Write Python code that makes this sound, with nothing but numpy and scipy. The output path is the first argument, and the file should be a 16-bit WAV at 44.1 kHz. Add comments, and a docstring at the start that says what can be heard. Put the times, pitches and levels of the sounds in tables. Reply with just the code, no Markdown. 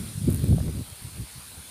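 """A gust in tall grass

Tall grass rustles in an open field, with a faint high band of insects and a few far, thin whistles.
One gust rumbles and thumps on the microphone and dies away into a few soft puffs.
At its height, tiny dry ticks sound right at the microphone. The sound is mono."""
import sys
import numpy as np
from scipy import signal
from scipy.fft import rfft, irfft, next_fast_len
from scipy.io import wavfile
from scipy.ndimage import uniform_filter1d, map_coordinates

SR = 44100
rng = np.random.default_rng(int(sys.argv[2]) if len(sys.argv) > 2 else 0)


def waveform_to_disk(signal):
    """Save audio, clipped to [-1, 1], as 16-bit WAV at the path in sys.argv[1]."""
    frames = np.transpose(np.atleast_2d(signal))
    scaled = np.clip(frames, -1, 1) * 32767
    samples = np.round(scaled).astype(np.int16)
    wavfile.write(sys.argv[1], SR, samples)


N = 74970  # 1.7 seconds


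def amp(db):
    """Turn decibels into a number to multiply a sound by."""
    return 10 ** (np.asarray(db) / 20)


def unit(x):
    """Scale a signal so that its average strength (rms) is 1."""
    return x / np.sqrt(np.mean(x ** 2) + 1e-20)


def clock():
    """The time of every sample, in seconds."""
    return np.arange(N) / SR


def curve(rows):
    """Join (time [s], value) points with straight lines."""
    return np.interp(clock(), *np.transpose(rows))


def wobble(rate):
    """A smooth curve through `rate` random values a second."""
    return map_coordinates(rng.standard_normal(1024), [clock() * rate], mode="wrap")


def filtered(x, response):
    """Turn each frequency of x up or down by the gain that `response` gives it."""
    size = next_fast_len(N + SR // 2)
    hz = np.fft.rfftfreq(size, 1 / SR)
    return irfft(rfft(x, size) * response(hz), size)[..., :N]


def coloured(x, tone):
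    """Shape x with a table of (frequency [Hz], level [dB]), then set its strength to 1."""
    points_hz, db = np.transpose(tone)
    return unit(filtered(x, lambda hz: amp(np.interp(np.log(hz + 1), np.log(points_hz), db))))


def rush(tone, patchy_db):
    """A hiss with louder and softer patches scattered over pitch and time."""
    grid = signal.stft(rng.standard_normal(N), nperseg=512)[2]
    patches = uniform_filter1d(rng.standard_normal(grid.shape), size=5, axis=0)  # blur over pitch
    patches = uniform_filter1d(patches, size=12, axis=1)  # blur over time
    hiss = signal.istft(grid * amp(patchy_db * unit(patches)), nperseg=512)[1][:N]
    return coloured(hiss, tone)


def eddies(tone):
    """Small swirls of air: random swings of pressure, kept at an even strength."""
    swings = coloured(rng.standard_normal(N), tone)
    power = np.abs(signal.fftconvolve(swings ** 2, np.hanning(SR // 25), "same"))
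    return unit(swings / np.sqrt(power + 1e-9))


# how hard the gust blows (time [s], level [dB])
GUST_LEVEL = [(0, -32.5), (.135, -44), (.2, -37), (.26, -30.5), (.288, -15.5), (.315, -24.5), (.345, -23.5),
              (.37, -30.5), (.405, -27.5), (.445, -26.5), (.468, -29), (.518, -16), (.54, -15),
              (.56, -27.5), (.65, -30), (.69, -25.5), (.715, -35), (.77, -30), (.82, -31), (.86, -61)]
# the tone of its low rumble and its higher flutter (frequency [Hz], level [dB])
RUMBLE_TONE = [(20, -26), (38, -31.5), (68, 0.5), (140, -3.5), (250, -12), (400, -24.5), (700, -46.5),
               (1500, -88)]
FLUTTER_TONE = [(120, -50), (260, 2.5), (600, -9), (850, -30), (1500, -30), (4000, -68)]

def gust():
    """Swirling air rumbles on the microphone, and flutters where it blows hard."""
    strong_wind_db, strong_flutter_db = -22.5, -46  # a strong wind and the flutter it brings
    fade_out = np.clip((GUST_LEVEL[-1][0] - clock()) / .01, 0, 1)
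    force = amp(curve(GUST_LEVEL)) * fade_out
    flutter = amp(strong_flutter_db + 3.4 * wobble(60.3)) * (force / amp(strong_wind_db)) ** 0.95
    return force * eddies(RUMBLE_TONE) + flutter * eddies(FLUTTER_TONE)


# the deep tone of gently moving air (frequency [Hz], level [dB])
DRAUGHT_TONE = [(20, -30), (40, -19), (75, 1), (130, -5), (250, -12.5), (500, -28.5), (1500, -67)]

def draught(level_db=-54.5, sway_db=2.5):
    """A little air always stirs at the microphone and makes a faint rumble."""
    return amp(level_db + sway_db * wobble(12.3)) * eddies(DRAUGHT_TONE)


# how loud the far and the near grass are (time [s], level [dB])
FAR_GRASS_LEVEL = [(0, -45), (.1, -47.5), (.25, -47.5), (.43, -48), (.55, -49), (.78, -49.5), (1.1, -48.5),
                   (1.7, -49)]
NEAR_GRASS_LEVEL = [(0, -59), (.08, -48), (.14, -59), (.37, -51), (.44, -49.5), (.53, -53.5), (1.4, -55.5),
                    (1.48, -50), (1.57, -54.5), (1.7, -52)]
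# the tone of each (frequency [Hz], level [dB])
FAR_GRASS_TONE = [(100, -20), (400, -0.5), (900, 0), (1550, -0.5), (1950, -1.5), (2300, 0.5), (2900, -1.5),
                  (4800, 1), (5800, -4), (7500, -2.5), (11000, -2.5), (13000, -4.5), (15500, -10)]
NEAR_GRASS_TONE = [(2000, -16.5), (3000, -10), (3500, -4.5), (4200, -0.5), (4700, -13), (5600, -17),
                   (8000, -10)]

def grass(brushes_per_s=2900, brush_db=-6):
    """Far blades brush together in a hiss full of tiny clicks, while nearer blades swish."""
    brushes = (rng.random(N) < brushes_per_s / SR) * rng.standard_normal(N)
    field = rush(FAR_GRASS_TONE, patchy_db=2.42) + amp(brush_db) * coloured(brushes, FAR_GRASS_TONE)
    far = amp(curve(FAR_GRASS_LEVEL) + 0.35 * wobble(16.9)) * field
    near = amp(curve(NEAR_GRASS_LEVEL) + wobble(23.6)) * rush(NEAR_GRASS_TONE, patchy_db=0.5)
    return far + near


# how loud the insects are (time [s], level [dB])
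INSECT_LEVEL = [(0, -45.5), (.15, -46), (.33, -45.5), (.52, -48.5), (.8, -49), (1.03, -48), (1.25, -49),
                (1.45, -48), (1.7, -49)]
# their high, thin tone (frequency [Hz], level [dB])
INSECT_TONE = [(6000, -32), (7800, -15), (8600, -3), (9200, 1.5), (10000, -2), (10800, -5.5), (12500, -13),
               (15000, -32)]

def insects():
    """Many far insects blend into one shimmering hiss."""
    level_db = curve(INSECT_LEVEL) + 0.31 * wobble(20.1) + 0.48 * wobble(130)
    return amp(level_db) * rush(INSECT_TONE, patchy_db=0.4)


# one row per whistle (start [s], length [s], pitch [Hz], pitch rise [Hz], level [dB])
WHISTLE_NOTES = [(.065, .035, 2800, 1500, -53), (.885, .055, 3230, 0, -56.5), (1.605, .09, 3470, -30, -59)]

def whistles():
    """Far whistles, probably birds: short, wavering notes that hold their pitch or slide."""
    out = np.zeros(N)
    for start, length, hz, rise, db in WHISTLE_NOTES:
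        progress = np.clip((clock() - start) / length, 0, 1)
        pitch = (hz + rise * progress) * (1 + .012 * wobble(150))
        phase = 2 * np.pi * np.cumsum(pitch) / SR
        swell = np.sqrt(2 * np.abs(np.sin(np.pi * progress)))
        out += amp(db + 2.2 * wobble(70.1)) * swell * np.sin(phase)
    return out


# one row per thump (time [s], peak level [dB], pitch [Hz])
AIR_THUMPS = [(0.159, -25, 133), (.181, -23, 142), (0.219, -21.5, 176), (.245, -18, 131), (.281, -12, 241),
              (.441, -11.5, 146.5), (0.499, -13, 102), (0.569, -15, 130), (.613, -19, 108),
              (.928, -33.5, 98), (1.051, -29, 111), (1.192, -29, 132), (1.365, -36, 113)]

def thumps(width_cycles=0.7):
    """A single swirl of air hits the microphone and swings the pressure once or twice."""
    out = np.zeros(N)
    for time, db, hz in AIR_THUMPS:
        cycles = (clock() - time) * hz
        swell = np.exp(-(cycles / width_cycles) ** 2)
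        out += amp(db) * swell * np.cos(2 * np.pi * (cycles + rng.random()))
    return out


# one row per slap (time [s], level [dB])
AIR_SLAPS = [(0.285, -44), (0.442, -34), (.489, -42), (0.528, -39), (0.584, -34.5), (0.604, -31.5),
             (0.682, -42)]
# the tone of a slap (frequency [Hz], level [dB])
SLAP_TONE = [(150, -31), (350, 1.5), (650, 1), (900, -13), (1400, -14.5), (1800, -23), (5000, -63)]

def slaps(width_s=0.0024):
    """Sharp bursts of air in the gust slap the microphone."""
    force = sum(amp(db) * np.exp(-((clock() - time) / width_s) ** 2) for time, db in AIR_SLAPS)
    return force * eddies(SLAP_TONE)


# one row per tick (time [s], peak level [dB])
DRY_TICKS = [(.3015, -22), (.3063, -21.5), (.3257, -22.5), (.3318, -21.5), (.3456, -15.5), (.361, -22.5),
             (.3735, -26.5), (.3949, -27), (.4428, -22), (.4838, -29), (.5935, -28.5)]
# the pitches that ring in a tick (pitch [Hz], level [dB], time to fade by 60 dB [s])
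TICK_RING = [(1900, -19, .0015), (8500, -5, .0008), (11800, 0, .0007)]

def ticks():
    """Each tick is one tiny hit at the microphone that rings for about a millisecond."""
    out, t = np.zeros(N + SR), np.arange(256) / SR
    ring = np.zeros(len(t))
    for k, (hz, db, fade_s) in enumerate(TICK_RING):
        ring += (-1) ** k * amp(db - 60 * t / fade_s) * np.sin(2 * np.pi * hz * t)
    for time, db in DRY_TICKS:
        out[round(time * SR):][:len(t)] += amp(db) * ring / np.abs(ring).max()
    return out[:N]


# one row per puff (time [s], level [dB], length [s])
AIR_PUFFS = [(0.899, -49, 0.059), (1.023, -43.5, .02), (1.065, -39.5, 0.042), (1.152, -43.5, 0.11),
             (1.203, -32, 0.061), (1.378, -44.5, 0.044), (1.585, -42.5, 0.051)]
# the dull tone of a puff (frequency [Hz], level [dB])
PUFF_TONE = [(20, -38), (40, -15), (72, 1.5), (120, -2.5), (200, -12.5), (320, -21.5), (550, -33.5),
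             (1500, -75)]

def puffs(rise_share=.4):
    """After the gust, soft puffs of air rise quickly and fall more slowly."""
    t, force = clock(), np.zeros(N)
    for time, db, length in AIR_PUFFS:
        width = length * np.where(t < time, rise_share, 1 - rise_share)
        force += amp(db) * np.exp(-((t - time) / width) ** 2)
    return force * eddies(PUFF_TONE)


def scene():
    """Add up all the sounds; left and right get the same mix."""
    mix = gust() + draught() + grass() + insects() + whistles() + thumps() + slaps() + ticks() + puffs()
    return np.array([mix, mix])


def record(dry):
    """Cut away the very highest treble."""
    top_hz = 15550
    return filtered(dry, lambda hz: hz < top_hz)


dry = scene()
out = record(dry)
waveform_to_disk(out)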